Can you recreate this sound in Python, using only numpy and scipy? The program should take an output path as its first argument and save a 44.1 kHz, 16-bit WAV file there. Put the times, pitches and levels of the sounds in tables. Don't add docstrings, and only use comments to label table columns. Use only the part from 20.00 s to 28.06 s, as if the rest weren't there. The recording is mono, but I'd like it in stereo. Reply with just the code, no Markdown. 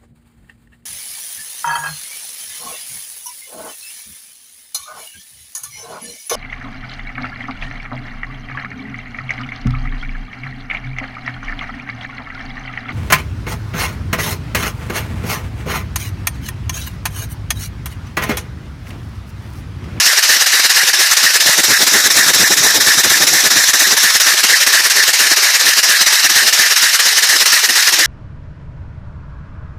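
import sys
import numpy as np
from scipy import signal
from scipy.fft import rfft, irfft
from scipy.io import wavfile
from scipy.ndimage import uniform_filter1d

SR = 44100
rng = np.random.default_rng(int(sys.argv[2]) if len(sys.argv) > 2 else 0)


def ratio(d):
    e = np.asarray(d, float) / 20
    return 10 ** e


def store_pcm(level_fs):
    pcm = np.round(np.clip(level_fs, -1, 1) * 32767).astype(np.int16)
    wavfile.write(sys.argv[1], SR, np.atleast_2d(pcm).T)


N = 355446
TIME = np.arange(N) / SR
HISS, WHISTLE, RUSH, NOTE, OUTFLOW = range(5)


def evened(x):
    return x / np.sqrt(np.mean(x ** 2) + 1e-20)


def curve(table, at, column=1):
    table = np.array(table)
    return np.interp(at, table[:, 0], table[:, column])


def by_hz(table, column=1):
    table = np.array(table)
    bins = np.fft.rfftfreq(N, 1 / SR)
    return np.interp(np.log(bins + 1), np.log(table[:, 0]), table[:, column])


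def wobble(hz, channels=1):
    steps = round(N / SR * hz * 2) + 2
    return evened(signal.resample(rng.standard_normal((channels, steps)), N, axis=1))


def resonate(x, hz, width):
    turn = np.exp(2j * np.pi * np.cumsum(hz * np.ones(N)) / SR)
    r = np.exp(-np.pi * width / SR)
    return 2 * (turn * signal.lfilter([1 - r], [1, -r], x / turn)).real


def patchy(x, db, size):
    z = signal.stft(x, SR, nperseg=512)[2]
    field = uniform_filter1d(rng.standard_normal(z.shape[1:]), size, axis=0)
    field = uniform_filter1d(field, size=8, axis=1)
    return signal.istft(z * ratio(db * evened(field)), SR, nperseg=512)[1][:, :N]


# (time [s], cycles of two turns completed [1])
CRANK_TIMING = [(-.0099, 0), (1.1648, 5), (2.3347, 10), (3.5011, 15), (4.6651, 20), (5.8281, 25),
                (6.9912, 30), (8.1556, 35)]


def crank_angle():
    return curve(CRANK_TIMING, TIME) + .003 * wobble(5)[0]


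# (time [s], 0 beside the flywheel to 1 facing the exhaust opening [1])
MICROPHONE_FACING = [
    (0, 0.091),
    (.7, 0.0066),
    (1.15, 0.19),
    (2, 0.85),
    (3.6, 0.81),
    (4.4, .24),
    (5.4, 0.0064),
    (6.5, 0),
    (8.06, 0.086),
]


def facing():
    return np.clip(curve(MICROPHONE_FACING, TIME), 0, 1)


ANGLE = crank_angle()
FRONT = facing()

VALVE_OPENINGS = [
    (-.004, 0.018, 0.89, 0.084),
    (-.015, 0.056, 0.027, 0.066),
    (.251, 0.051, 0.016, 0.043),
    (.264, .1, 0.035, .085),
    (.364, 0.088, 0.14, .016),
    (.57, 0.037, .016, .012),
    (.722, .094, 0.062, 0.035),
]
# (fine hiss [dB], whistle [dB], coarse rush [dB], port note [dB],
# outflow at the microphone [dB])
OPENING_STRENGTHS = [(-11.5, -0.5, -7.5, -11.5, -9.5), (-3, -12, -4.5, -8, -18),
                     (-3.5, -9.5, -8.5, -5.5, -8), (-7, -12, -4, -10.5, -7.5), (-14, -26, -21.5, -5.5, -37),
                     (-9.5, -7, -5.5, -11.5, -30), (-4, 0, -2, -5.5, -4)]
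SHUT_DB = (-14.5, -12, -12, -17.5, -18)
SAG = (0.16, 0.67, 0.5, 0.49, 0.34)
LAG = (0, -.005, -.003, .019, .01)


def valves(layer):
    share = np.arange(1000) / 1000
    flow = ratio(SHUT_DB[layer])
    for (opens, *spans), strength in zip(VALVE_OPENINGS, OPENING_STRENGTHS):
        since = (share - opens - LAG[layer] * (opens > 0)) % 1
        opening = np.interp(since, np.cumsum([0, *spans]), [0, 1, 1 - SAG[layer], 0])
        flow = flow + ratio(strength[layer]) * opening
    return np.interp(ANGLE, share, 20 * np.log10(flow / flow.max()), period=1)


# (frequency [Hz], share alike beside [1], lag of the left port beside [rad],
# share alike in front [1], lag of the left port in front [rad])
PORT_COHERENCE = [(200, .1, 0, .1, 0), (900, .4, 0, .3, 0), (1550, .74, 0, .7, 0), (2240, .7, 1.6, .6, 1.9),
                  (2900, .65, 1.6, .6, 2.8), (3950, .75, 4.8, .65, 6.3), (4700, .7, 5.8, .4, 8),
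                  (5600, .8, 6.6, .65, 7), (7300, .4, 4.8, .75, 6.3), (8800, .35, 5.1, .45, 9.4),
                  (10300, .4, 10, .3, 12.5), (14000, .3, 11, .3, 19)]


def pair(column=1):
    shared, own = rfft(rng.standard_normal((2, N)))
    alike = by_hz(PORT_COHERENCE, column)
    late = np.exp(-1j * by_hz(PORT_COHERENCE, column + 1))
    return np.array([shared * late, alike * shared + np.sqrt(1 - alike ** 2) * own])


def narrow_band(hz, width):
    once = resonate(irfft(pair(column=3), N), hz, width)
    return evened(resonate(once, hz, 2 * width))


# (frequency [Hz], left from the side [dB], right from the side [dB],
# left from the front [dB], right from the front [dB])
JET_COLOUR = [(250.0, -28.7, -36, -27.5, -32), (900.0, -14, -12.5, -11.5, -11),
              (1420, -5, -9.5, -3.5, -10.5), (2330, -3, -2.5, -2.0, -3.5), (3000, -0.7, -3, -7.4, -4.5),
              (3820, 1.4, -0.9, -0.3, -1.0), (4600.0, -2.5, -3.5, -7.5, -4.5), (5300, -1.5, 0, -3, 1.5),
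              (6420, -8.9, 0.1, -10, 0), (7370, -9.5, -5, -7, -3), (9240, -10.3, -9, -10, -7),
              (11260, -9.5, -8.5, -9.5, -8), (12300, -13, -11, -14.8, -8.5),
              (14100, -13.5, -10, -10.5, -8.5)]
JET_DB, SPLIT_HZ = -7, (5630, 6550)
SHARPNESS = [(1.15, 0.67), (1.15, 3.8), (1.15, 0.81)]


def jets():
    hz, out = np.fft.rfftfreq(N, 1 / SR), 0
    low, below_top = (1 / (1 + (hz / edge) ** 12) for edge in SPLIT_HZ)
    side, front = (pair(column=k) * ratio(np.array([by_hz(JET_COLOUR, k), by_hz(JET_COLOUR, k + 1)]))
                   for k in (1, 3))
    flutter_db = 1.01 * wobble(60) + .5 * wobble(11)
    ranges = (low, below_top - low, 1 - below_top)
    for share, layer, depth in zip(ranges, (RUSH, WHISTLE, HISS), SHARPNESS):
        coloured = np.sqrt(1 - FRONT) * irfft(side * share, N) + np.sqrt(FRONT) * irfft(front * share, N)
        opening = ratio(np.outer(depth, valves(layer)))
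        opening = opening / np.sqrt(np.mean(opening ** 2, axis=1, keepdims=True))
        out = out + coloured * ratio(flutter_db) * opening
    return ratio(JET_DB) * evened(out)


def leak():
    hiss = narrow_band(hz=5600, width=1000)
    level_db = np.array([[-85], [-18.5]]) + 10 * FRONT
    shut_db = 2 * np.minimum(valves(WHISTLE) + 8, 0) + .3 * valves(WHISTLE)
    return hiss * ratio(level_db + shut_db)


# (frequency [Hz], width [Hz], left [dB], right [dB])
PORT_RESONANCES = [
    (1756, 260, -12.5, -22),
    (1962, 220, -20, -29),
]


def port_note():
    out = np.zeros((2, N))
    for hz, width, left_db, right_db in PORT_RESONANCES:
        drift = hz * (1 + .012 * wobble(12)[0])
        ring = resonate(resonate(irfft(pair(), N), drift, width), drift, 2 * width)
        out += ratio(np.array([[left_db], [right_db]]) + 1.2 * wobble(9)) * evened(ring)
    return out * ratio(1.65 * valves(NOTE) + 5.5 + 1.13 * wobble(50))


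STRAY_AT = (.06, .33, .6, .83)
STRAY_CHANCE = (.2, .45)
STRAY_FRONT_DB, STRAY_SPREAD_DB = 7.5, 7.5
STRAY_HZ, STRAY_S = (290, 430), (0.016, .034)


def strays(db):
    times, cycles = np.transpose(CRANK_TIMING)
    at = (np.arange(cycles[-1])[:, None] + STRAY_AT).ravel()
    luck, shift, size, pitch, length = rng.random((len(at), 5)).T
    s = np.interp(at + .08 * (shift - .5), cycles, times)
    front = np.interp(s, TIME, FRONT)
    front_db = front * (STRAY_FRONT_DB + np.interp(s, TIME, valves(OUTFLOW)))
    level_db = db + front_db + STRAY_SPREAD_DB * (size - .5)
    rows = np.transpose([s, level_db, np.interp(pitch, (0, 1), STRAY_HZ), np.interp(length, (0, 1), STRAY_S)])
    thrown = luck < STRAY_CHANCE[0] + STRAY_CHANCE[1] * front
    return rows[thrown & (s > 0) & (s < N / SR)]


def pops(table):
    out, t = np.zeros(N + SR), np.arange(-2000, 2000) / SR
    for (s, db, hz, length), noise in zip(table, rng.standard_normal((len(table), len(t)))):
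        swell = np.exp(-(t / (0.82 * length)) ** 2)
        band = signal.butter(2, [0.47 * hz, 2.6 * hz], "band", fs=SR)
        ragged = evened(signal.lfilter(*band, noise))
        wave = np.cos(2 * np.pi * hz * t + np.pi * noise[0]) + 1.6 * ragged
        wave += 0.2 * np.cos(2 * np.pi * 0.51 * hz * t + np.pi * noise[1])
        out[round(s * SR):][:len(t)] += ratio(db - 6.0) * swell * wave
    return out[len(t) // 2:][:N]


# (frequency [Hz], density in the stream [dB per Hz], density beside it [dB per Hz])
RUMBLE_COLOUR = [(25, -20, -34), (60, 2, -30), (110, 0.5, -36), (260, 0.5, -23), (380, -2, -7.5),
                 (770, -8, -4.5), (1610, -42, -16)]
# (time [s], peak level [dB], pitch [Hz], length [s])
LEFT_LUMPS = [(1.244, -21, 373, 0.03), (1.465, -17, 295, .016), (1.495, -12.5, 320, 0.0097),
              (1.594, -11.5, 320, 0.015), (1.708, -16, 230, 0.03), (1.82, -13, 393, 0.023),
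              (1.933, -21, 306, .029), (1.962, -11, 378, 0.027), (2.058, -25, 307, 0.037),
              (2.193, -14, 267, 0.0055), (2.304, -10.5, 342.4, 0.015), (2.365, -15, 260, .008),
              (2.424, -11, 223, .022), (2.508, -6, 346, .005), (2.604, -19.5, 144.8, .015),
              (2.664, -14, 338, .014), (2.777, -15, 310, 0.024), (2.885, -8, 303, 0.0051),
              (2.981, -16, 228, .009), (3.001, -15, 380, .01), (3.065, -12, 367, 0.016),
              (3.211, -13, 347, 0.014), (3.235, -8, 327, 0.0064), (3.33, -18, 287, 0.017),
              (3.438, -17, 271, 0.012), (3.574, -21, 307.5, 0.052), (3.826, -18, 282, .006),
              (3.935, -19, 286.6, .02), (5.318, -13, 305, 0.0077), (5.673, -21, 334, 0.018)]
# (time [s], peak level [dB], pitch [Hz], length [s])
RIGHT_LUMPS = [(1.357, -19, 403, 0.0086), (1.648, -22, 340, 0.0063), (1.706, -17, 318, 0.013),
               (1.829, -14.5, 312, 0.008), (1.946, -15, 290, .007), (2.298, -15, 282, .016),
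               (2.353, -20, 310, .009), (2.397, -19, 290, .009), (2.583, -18, 320, .011),
               (2.643, -16, 300, 0.011), (2.762, -16, 260, .013), (2.872, -14, 365, 0.015),
               (2.994, -22, 320, .018), (3.049, -19, 340, .009), (3.12, -19, 352, 0.013),
               (3.357, -21, 340, 0.024), (3.571, -16, 360, .008), (4.043, -19, 319.9, 0.018),
               (4.159, -20, 370, 0.0073), (4.446, -17, 321.8, 0.0072), (4.678, -19, 292, .009),
               (7.233, -19, 350, 0.0048), (7.705, -26, 313, 0.016)]


def buffet():
    noise = rfft(rng.standard_normal((2, N)))
    deep, thin = (irfft(noise * ratio(by_hz(RUMBLE_COLOUR, k)), N) for k in (1, 2))
    stream = FRONT ** 3 * ratio(np.array([[-1.5], [-9]]) + 1.1 * valves(OUTFLOW)) * deep
    beside_gain = (1 - FRONT ** 2) * ratio(np.array([[-3], [-7]]) + 1.4 * valves(RUSH))
    beside = beside_gain * patchy(thin, db=4.0, size=1)
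    rumble = (stream + beside) / np.std(deep) * ratio(3.9 * wobble(25, channels=2) - 20.0)
    left = pops(LEFT_LUMPS) + pops(strays(db=-25.5))
    right = pops(RIGHT_LUMPS) + pops(strays(db=-27.5))
    return rumble + np.array([left, right])


def edge_tone():
    band = narrow_band(hz=7350, width=350)
    level_db = np.array([[-30], [-40]]) - 25 * (1 - FRONT)
    return band * ratio(level_db + 0.95 * valves(HISS))


def scene():
    return patchy(jets() + leak(), db=1.5, size=5) + port_note() + buffet() + edge_tone()


def low_pass(x):
    return signal.sosfilt(signal.butter(12, 14720, fs=SR, output="sos"), x)


def record(dry):
    clipped = np.clip(1.4 * np.tanh(dry / 1.4), -.97, .97)
    hz, _, z = signal.stft(clipped, SR, nperseg=2048)
    wind_cut = 1 / np.sqrt(1 + (75 / (hz + 1)) ** 4)
    band_limit = 1 / (1 + np.exp((hz - 14600) / 60))
    power = abs(uniform_filter1d(abs(z) ** 2, size=3, axis=1))
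    floor = ratio(-47.5) / (1 + (hz / 560) ** 4)[:, None]
    gated = z * np.maximum(power ** 3 / (power ** 3 + floor ** 6), ratio(-15))
    both = np.array([gated[0] + gated[1], gated[0] - gated[1]]) / 2
    narrow = uniform_filter1d(abs(both) ** 2, size=6, axis=1)
    wide = uniform_filter1d(narrow.mean(0), size=110, axis=0)
    threshold = wide * ratio(2 * -8.5 + 3 * (hz > 8500)[:, None])
    weak = (narrow < threshold) & (hz > 2500)[:, None]
    both = both * np.where(weak, ratio(-16), 1)
    ports = np.array([both[0] + both[1], both[0] - both[1]])
    filtered = signal.istft(ports * (wind_cut * band_limit)[:, None], SR, nperseg=2048)[1][:, :N]
    low_noise = ratio(-61) * wobble(45, channels=2)
    return low_pass(filtered + low_noise)


dry = scene()
out = record(dry)
store_pcm(out)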